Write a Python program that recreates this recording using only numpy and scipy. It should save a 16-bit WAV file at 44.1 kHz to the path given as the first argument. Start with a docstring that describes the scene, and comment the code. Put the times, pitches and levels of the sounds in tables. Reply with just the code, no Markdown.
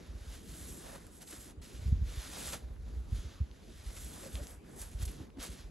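"""Dry swishing rub close by in gusty wind

Dry swishes come and go in strokes: shaped noise in three layers, scrape, fizz and crunch.
Ticks are short decaying tones, scuffs are resonant noise bursts, dull knocks are brief low swings.
Wind buffets the microphone in soft low thumps over noise for rumble and drone; a faint far hiss stays behind.
The two microphone ports colour the treble and shift it against each other."""
import sys
import numpy as np
from scipy import signal
from scipy.fft import rfft, irfft, next_fast_len
from scipy.io import wavfile
from scipy.ndimage import uniform_filter1d, map_coordinates

SR = 44100
rng = np.random.default_rng(int(sys.argv[2]) if len(sys.argv) > 2 else 0)


def to_wav(sig):
    """Store sig (one row per channel, or 1-D mono) as 16-bit WAV at the path in sys.argv[1].

    Samples outside -1..1 are clipped; the rate is SR.
    """
    pcm = np.clip(np.atleast_2d(sig), -1, 1) * 32767
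    pcm = np.round(pcm).astype(np.int16)
    wavfile.write(sys.argv[1], SR, pcm.T)  # frames by channels


N = 251370  # length in samples, 5.7 s


def amp(db):
    """Gain of a level in dB."""
    return 10 ** (np.asarray(db) / 20)


def unit(x):
    """x at rms 1."""
    return x / np.sqrt(np.mean(x ** 2) + 1e-20)


def along(points, hz):
    """Values of (Hz, value) points read on a log frequency axis."""
    f, v = np.transpose(points)
    return np.interp(np.log(hz + 1), np.log(f + 1), v)


def curve(points):
    """One value per sample from (s, value) points."""
    s, v = np.transpose(points)
    return np.interp(np.arange(N) / SR, s, v)


def wobble(rate):
    """A smooth random curve, rate knots a second."""
    knots = rng.standard_normal(int(N * rate / SR) + 4)
    return map_coordinates(knots, [np.arange(N) * rate / SR])


def filtered(x, response):
    """x times a complex response of frequency."""
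    m = next_fast_len(N + SR // 2)
    return irfft(rfft(x, m) * response(np.fft.rfftfreq(m, 1 / SR)), m)[..., :N]


def rush(spectrum, alike, patchy_db, grain_db=0, grains_hz=400):
    """Stereo noise of rms 1 with patches of random gain; grain_db makes it gritty."""
    cells = signal.stft(rng.standard_normal((2, N + 512)), nperseg=512)[2]
    patches = uniform_filter1d(rng.standard_normal(cells.shape[1:]), size=6, axis=0)
    patches = unit(uniform_filter1d(patches, size=8, axis=1))
    pair = signal.istft(cells * amp(patchy_db * patches), nperseg=512)[1][:, :N]
    pair = pair * amp(grain_db * wobble(grains_hz))

    def mid_side(hz):
        # the mid-side balance sets how alike left and right are at each frequency
        turn = np.arccos(np.clip(along(alike, hz), -1, 1)) / 2
        return amp(along(spectrum, hz)) * [np.cos(turn), np.sin(turn)]

    mid, side = filtered(pair, mid_side)
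    return unit(np.array([mid + side, mid - side]))


def add(track, s, sound):
    """Lays sound into track, centred on s."""
    start = round(s * SR) - len(sound) // 2
    track[start:start + len(sound)] += sound[:len(track) - start]


CRUNCH_GROWS_DB = 4.5  # the crunch grows over a stroke's hold
# strokes of a dry swishing rub: (start [s], hold [s], rise [ms per 20 dB], fall [ms per 20 dB],
# scrape at start [dB], scrape at end [dB], fizz over scrape at start [dB], fizz over scrape at end [dB],
# crunch over scrape at mid-hold [dB]); swish() lifts the fizz further and makes all three uneven
SWISH_STROKES = [(0.0, 0.23, 10, 200, -64, -72, -7.5, -5, 1),
                 (0.305, 0.034, 198, 172, -59, -56.5, 0.5, 1.5, -7.5),
                 (0.503, 0.23, 152, 200, -59, -62, 5.5, 12, -5),
                 (0.862, 0.086, 250, 100, -58.5, -60.5, 4, 4.5, 4.5),
                 (1.002, 0.069, 80, 80, -66.5, -68, 1, 3, 2.5),
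                 (1.131, 0.056, 60, 50, -68.5, -69.5, 9.5, 10.5, 0),
                 (1.218, 0.011, 28, 40, -57.5, -59, 5.5, 6, -5.5),
                 (1.27, 0.063, 34, 105, -67.5, -56, 12, 7.5, -2.5),
                 (1.41, 0.099, 77, 27, -63, -63.5, 9, 4.5, -2.5),
                 (1.619, .26, 5, 90, -61.5, -61.5, 3, -1.5, -6.5),
                 (1.924, 0.14, 60, 60, -65, -72, -12, -13, -3),
                 (2.091, 0.41, 90, 60, -57, -49, -1, 5.5, -4), (2.526, 0.01, 35, 49, -49, -44, 6, 2.5, 0),
                 (2.603, 0.21, 50, 150, -69.5, -81.5, -15, -12, 6.5),
                 (2.893, 0.1, 198, 152, -68.5, -72, -5, -4, 2),
                 (3.161, 0.15, 132, 256, -59, -61, -0.5, -9, -5.5),
                 (3.554, 0.36, 200, 102, -69.5, -60, -4.5, 2, -8.5),
                 (3.97, 0.3, 85, 90, -61, -56, 9.5, 3.5, -3.5),
                 (4.346, 0.032, 88, 70, -56.5, -58, 7, 3, -0.5),
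                 (4.435, .075, 70, 107, -60, -66.5, 4.5, 9.5, 3),
                 (4.67, 0.13, 82, 60, -71.5, -70, 0, 15, 8), (4.819, 0.024, 60, 128, -56.5, -59, 12, 7, 1),
                 (4.908, 0.022, 60, 50, -69, -60.5, 4, 4, -9), (5.003, 0.025, 60, 46, -59, -52.5, 2, 6, -6),
                 (5.081, 0.15, 40, 92, -61, -64.5, 9.5, -7, 1.5),
                 (5.402, 0.036, 16, 97, -50.5, -48.5, 0.5, 2.5, -8),
                 (5.525, 0.085, 58, 127, -56.5, -61.5, 2, -5, -5.5)]


def strokes():
    """Levels of scrape, fizz and crunch: each stroke rises, leans from its start to its end level and falls."""
    t, power = np.arange(N) / SR, np.zeros((3, N))
    for s, hold, rise_ms, fall_ms, start_db, end_db, fizz_db, fizz_end_db, crunch_db in SWISH_STROKES:
        u = np.clip((t - s) / hold, 0, 1)
        rising_db = 20 * np.maximum(s - t, 0) / (rise_ms / 1000)
        falling_db = 20 * np.maximum(t - s - hold, 0) / (fall_ms / 1000)
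        scrape_db = start_db + (end_db - start_db) * u - rising_db - falling_db
        fizz_over_db = fizz_db + (fizz_end_db - fizz_db) * u
        crunch_over_db = crunch_db + CRUNCH_GROWS_DB * (u - .5)
        power = power + amp(scrape_db + np.array([0 * u, fizz_over_db, crunch_over_db])) ** 2
    return np.sqrt(power)


PATCHY_DB = 1.0  # how much a stroke's colour is mottled
# colour of the scrape: (frequency [Hz], relative density [dB per Hz])
SCRAPE_COLOUR = [(900, -11.5), (1400, 1), (2000, 0), (2700, 0), (3500, 3), (5000, -0.5), (7000, -2),
                 (10000, -60), (16000, -46)]
# colour of the fine bright fizz: (frequency [Hz], relative density [dB per Hz])
FIZZ_COLOUR = [(3000, -50), (5000, -8.5), (6500, -3.5), (8000, 1.5), (12000, -4.5), (16000, 0.5)]
# colour of the low crunch: (frequency [Hz], relative density [dB per Hz])
CRUNCH_COLOUR = [(300, -34), (480, -0.5), (600, -0.5), (850, -4.5), (1350, -8.5), (1900, -10.5),
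                 (3000, -20.5)]
# stereo width of the crunch: (frequency [Hz], left-right likeness [0 to 1])
CRUNCH_LIKENESS = [(500, 0.2), (900, 0.077), (1400, 1)]


def swish():
    """Dry swishing rub, like cloth: scrape, fine fizz and low crunch share the stroke's unevenness."""
    scrape, fizz, crunch = strokes() * amp(0.94 * wobble(30))
    scrape = scrape * rush(SCRAPE_COLOUR, [(1000, 0.97)], PATCHY_DB, grain_db=1.0)
    fizz = fizz * amp(1.0) * rush(FIZZ_COLOUR, [(1000, 0.95)], PATCHY_DB, grain_db=1.5)
    crunch = crunch * amp(1.1 * wobble(20))  # the crunch is more uneven still
    crunch = crunch * rush(CRUNCH_COLOUR, CRUNCH_LIKENESS, PATCHY_DB, grain_db=2.0, grains_hz=120.1)
    return scrape + fizz + crunch


EDGE_FROM_DB, EDGE_GROWS = -29.5, 1.46  # swings above this level get a sharper edge, dB per dB


def swings(table, rise, linger, rough, sag, soft_db):
    """Short low swings: a dip of pressure rises fast, lingers and sags in pitch; hard ones have a sharp edge."""
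    out, t = np.zeros(N), np.arange(-SR // 12, SR // 12) / SR
    for s, db, hz, ms in table:
        u = t / (ms / 1000)
        shape = np.exp(-np.where(u < 0, rise * u ** 4, linger * u ** 2))
        waver = rough * np.cumsum(rng.standard_normal(len(t))) / np.sqrt(len(t))
        phase = 2 * np.pi * hz * t * (1 - sag * np.tanh(u * 1.57)) + waver
        edge_db = soft_db + EDGE_GROWS * max(db - EDGE_FROM_DB, 0)
        edge = amp(edge_db) * np.exp(-(4 * hz * t) ** 2) * np.cos(1.7 * phase)
        add(out, s, -amp(db) * (shape * np.cos(phase) + edge))
    return out


# gusts swelling the rumble, before its random wobble: (time [s], level [dB])
RUMBLE_GUSTS = [(0.0, -55), (0.36, -53), (0.67, -50.5), (1.33, -62), (1.62, -57), (2.0, -38), (2.2, -51.5),
                (2.48, -48), (2.87, -45.5), (3.09, -46), (3.19, -50), (3.63, -56.5), (3.97, -49),
                (4.14, -53.5), (4.75, -54), (5.03, -50), (5.21, -53.5), (5.7, -61)]
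# low drone of the wind, before its random wobble: (time [s], level [dB])
DRONE_LEVEL = [(0.0, -59), (0.75, -53.5), (1.11, -60.5), (1.35, -60.5), (1.55, -60), (1.86, -57),
               (2.24, -59.5), (2.43, -51), (2.73, -63), (2.94, -60), (3.76, -61.5), (3.94, -59.5),
               (4.16, -55), (4.37, -54.5), (4.52, -59), (4.73, -59), (5.06, -57), (5.7, -58)]
# puffs of wind on the ports: (time [s], level before the sharp edge [dB], pitch at centre [Hz], time scale [ms])
WIND_THUMPS = [(0.107, -37.5, 60.4, 30), (0.16, -37, 60, 22), (0.22, -38, 59.4, 13), (0.291, -38, 61, 41),
               (0.372, -46, 70, 23), (0.5, -41, 57.6, 24), (0.715, -42, 57, 22), (1.39, -45, 67, 19),
               (1.585, -40.5, 71, 21), (1.61, -41, 59, 20), (1.75, -46, 72, 22), (1.798, -37, 64, 11),
               (1.832, -36, 85, 27), (1.867, -25.5, 72.5, 17), (1.883, -30, 85, 7), (1.897, -29.5, 80, 18),
               (1.928, -20, 78, 15.6), (1.962, -29, 65.4, 11), (2.0, -34, 59, 6.8), (2.026, -23.5, 63, 23),
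               (2.072, -36, 57, 19), (2.139, -38.5, 67.5, 14), (2.182, -29, 61.5, 18),
               (2.651, -36.5, 62, 27), (2.712, -34.5, 57.6, 13.8), (2.854, -39, 62.6, 40),
               (2.93, -38, 65, 16), (2.979, -32.5, 68.4, 32), (3.045, -41, 55, 24), (3.13, -24.5, 69, 14.7),
               (3.151, -30, 66.4, 21), (3.195, -32, 54.3, 15), (3.258, -34.5, 78, 20),
               (3.416, -24.5, 78, 21), (3.515, -44, 59, 21), (3.632, -44.5, 56.7, 33), (3.765, -45, 50, 24),
               (3.877, -34, 54.4, 29), (3.985, -44.5, 60.3, 36), (4.06, -41, 64, 42),
               (4.352, -30.5, 66.6, 27), (4.419, -34.5, 66.6, 19), (4.819, -39.5, 56, 32),
               (4.959, -31, 59, 19), (5.012, -34, 65, 20), (5.033, -28, 77, 15), (5.078, -31.5, 60, 25),
               (5.213, -38, 83, 19), (5.4, -41, 54.6, 24), (5.506, -37, 61.5, 26), (5.605, -42, 58, 14),
               (5.653, -37.5, 52.7, 26)]
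# colour of the rumble: (frequency [Hz], relative density [dB per Hz])
RUMBLE_COLOUR = [(12, -27), (20, -13), (38, 3), (59, 3.5), (97, -4), (140, -17), (250, -26), (320, -28),
                 (550, -120)]
# colour of the drone: (frequency [Hz], relative density [dB per Hz])
DRONE_COLOUR = [(90, -18), (140, 0.5), (230, -1), (330, -4), (450, -7.5), (650, -23), (1200, -52)]
# stereo width of the drone: (frequency [Hz], left-right likeness [0 to 1])
DRONE_LIKENESS = [(130, 0.89), (260, 0.83), (500, 0.3)]


def wind():
    """Rumble and thumps press both ports almost alike; the drone above differs between them."""
    rumble = amp(curve(RUMBLE_GUSTS) + 1.5 * wobble(14))
    rumble = rumble * rush(RUMBLE_COLOUR, [(60, 0.91)], patchy_db=0.55)
    drone = amp(curve(DRONE_LEVEL) + 2.2 * wobble(14))
    drone = drone * rush(DRONE_COLOUR, DRONE_LIKENESS, patchy_db=1.0)
    thumps = swings(WIND_THUMPS, rise=18.0, linger=0.66, rough=0, sag=0.17, soft_db=-16.5)
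    return (rumble + thumps) * amp([[-.6], [.6]]) + drone  # a little louder on the right


# colour of the far hiss: (frequency [Hz], relative density [dB per Hz])
HISS_COLOUR = [(500, 0.5), (900, -4.5), (1500, -8.5), (3000, -16), (5000, -19.5), (7500, -24),
               (9000, -23.5), (11000, -28.5), (16000, -19)]


def far_hiss():
    """Far hiss: wide, mottled noise at a steady faint level."""
    return amp(-64) * rush(HISS_COLOUR, [(1000, 0.27)], patchy_db=3.0)


# short dry ticks: (time [s], peak level [dB], pitch [Hz])
SHORT_TICKS = [(1.068, -36.5, 9550), (1.2755, -43, 3700), (1.327, -51, 1980), (2.5323, -35, 3200),
               (2.7645, -52, 1500), (3.514, -43, 3610), (4.3552, -28, 3500), (4.4362, -42, 2260),
               (4.4704, -32, 6000), (4.649, -53, 1540), (4.817, -27, 8150), (5.3034, -49, 2700)]


def ticks(turns):
    """Short dry ticks: each a click of about one cycle."""
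    out, t = np.zeros(N), np.arange(-SR // 100, SR // 100) / SR
    for s, db, hz in SHORT_TICKS:
        slope_db = np.where(t < 0, 30, 12 / turns)  # dB per cycle, steep before the peak, gentler after
        add(out, s, amp(db - hz * np.abs(t) * slope_db) * np.cos(2 * np.pi * hz * t))
    return out


# short scuffs: (time [s], peak level before scene() lowers it [dB], pitch [Hz], burst's 60 dB decay [ms])
RUB_SCUFFS = [(1.274, -40.5, 3760, 34), (1.3073, -37, 8960, 37), (1.3245, -38.5, 1730, 28),
              (2.53, -29, 3220, 49), (3.9658, -39, 1630, 78), (4.818, -48, 8200, 18),
              (4.986, -46, 3580, 40), (5.012, -42, 2790, 52), (5.0523, -31, 9400, 44),
              (5.0765, -37.5, 2690, 110), (5.396, -52, 1750, 54), (5.426, -29, 7100, 33),
              (5.502, -45, 6750, 43)]


def scuffs(sharpness, rise_ms):
    """Short scuffs: bursts of noise that start at once, each loudest around its own pitch."""
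    out, t = np.zeros(N), np.arange(-SR // 10, SR // 10) / SR
    after = np.maximum(t, 0)
    rise = 1 - np.exp(-after / (rise_ms / 1000))
    for s, db, hz, ms in RUB_SCUFFS:
        burst = amp(-60 * after / (ms / 1000)) * rise * rng.standard_normal(len(t))
        ring = signal.lfilter(*signal.iirpeak(hz, sharpness, SR), burst)
        add(out, s, amp(db) * ring / np.abs(ring).max())
    return out


# dull hollow knocks: (time [s], level before the edge [dB], pitch at centre before waver [Hz], time scale [ms])
HOLLOW_KNOCKS = [(1.335, -48, 320, 14), (4.238, -52, 555, 16), (4.266, -46, 575, 15.5),
                 (4.398, -48, 597, 21), (5.213, -46, 290, 33), (5.374, -42, 268, 10),
                 (5.388, -39.5, 279, 10)]


def knocks():
    """Dull hollow knocks: short swings whose phase wavers at random, with hardly any edge."""
    return swings(HOLLOW_KNOCKS, rise=18.0, linger=1.8, rough=5.2, sag=0.036, soft_db=-40)


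def scene():
    """Swishes, ticks, scuffs and knocks in front, wind at the ports, far hiss behind."""
    front = swish() + ticks(turns=0.81) + amp(-6.0) * scuffs(sharpness=1.0, rise_ms=1.9) + knocks()
    return front * amp([[-.4], [.4]]) + wind() + far_hiss()  # front leans slightly right


TOP_HZ = 15760  # band limit
# treble colour of both ports: (frequency [Hz], gain [dB])
PORT_GAIN = [(7800, 0.5), (8800, -5), (9500, 2.5), (10700, 9), (11500, 5), (12200, -6), (12600, -34),
             (13600, -46), (14100, -8), (14800, -13), (15500, -21)]
# phase of right against left: (frequency [Hz], shift [radians])
PORT_SHIFT = [(60, .3), (700, .5), (1150, -.1), (2400, .05), (3200, .6), (4200, .1), (5300, .7),
              (6600, .05), (7000, .05), (7700, .8), (8500, .1), (8900, -.2), (10300, -3.14), (11750, -6.28),
              (12500, -6.28), (14000, -9.42), (14500, -9.5), (15250, -12.56)]


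def record(dry):
    """Ports peak near 11 kHz and turn the phase oppositely; deep bass and all above the band limit are cut."""
    def response(hz):
        ports = amp(along(PORT_GAIN, hz)) * np.exp(.5j * along(PORT_SHIFT, hz) * np.array([[-1], [1]]))
        bass_cut = hz ** 2 / (hz ** 2 + 30 ** 2)  # half the amplitude at 30 Hz
        return ports * bass_cut * (hz < TOP_HZ)

    return filtered(dry, response)


dry = scene()
out = record(dry)
to_wav(out)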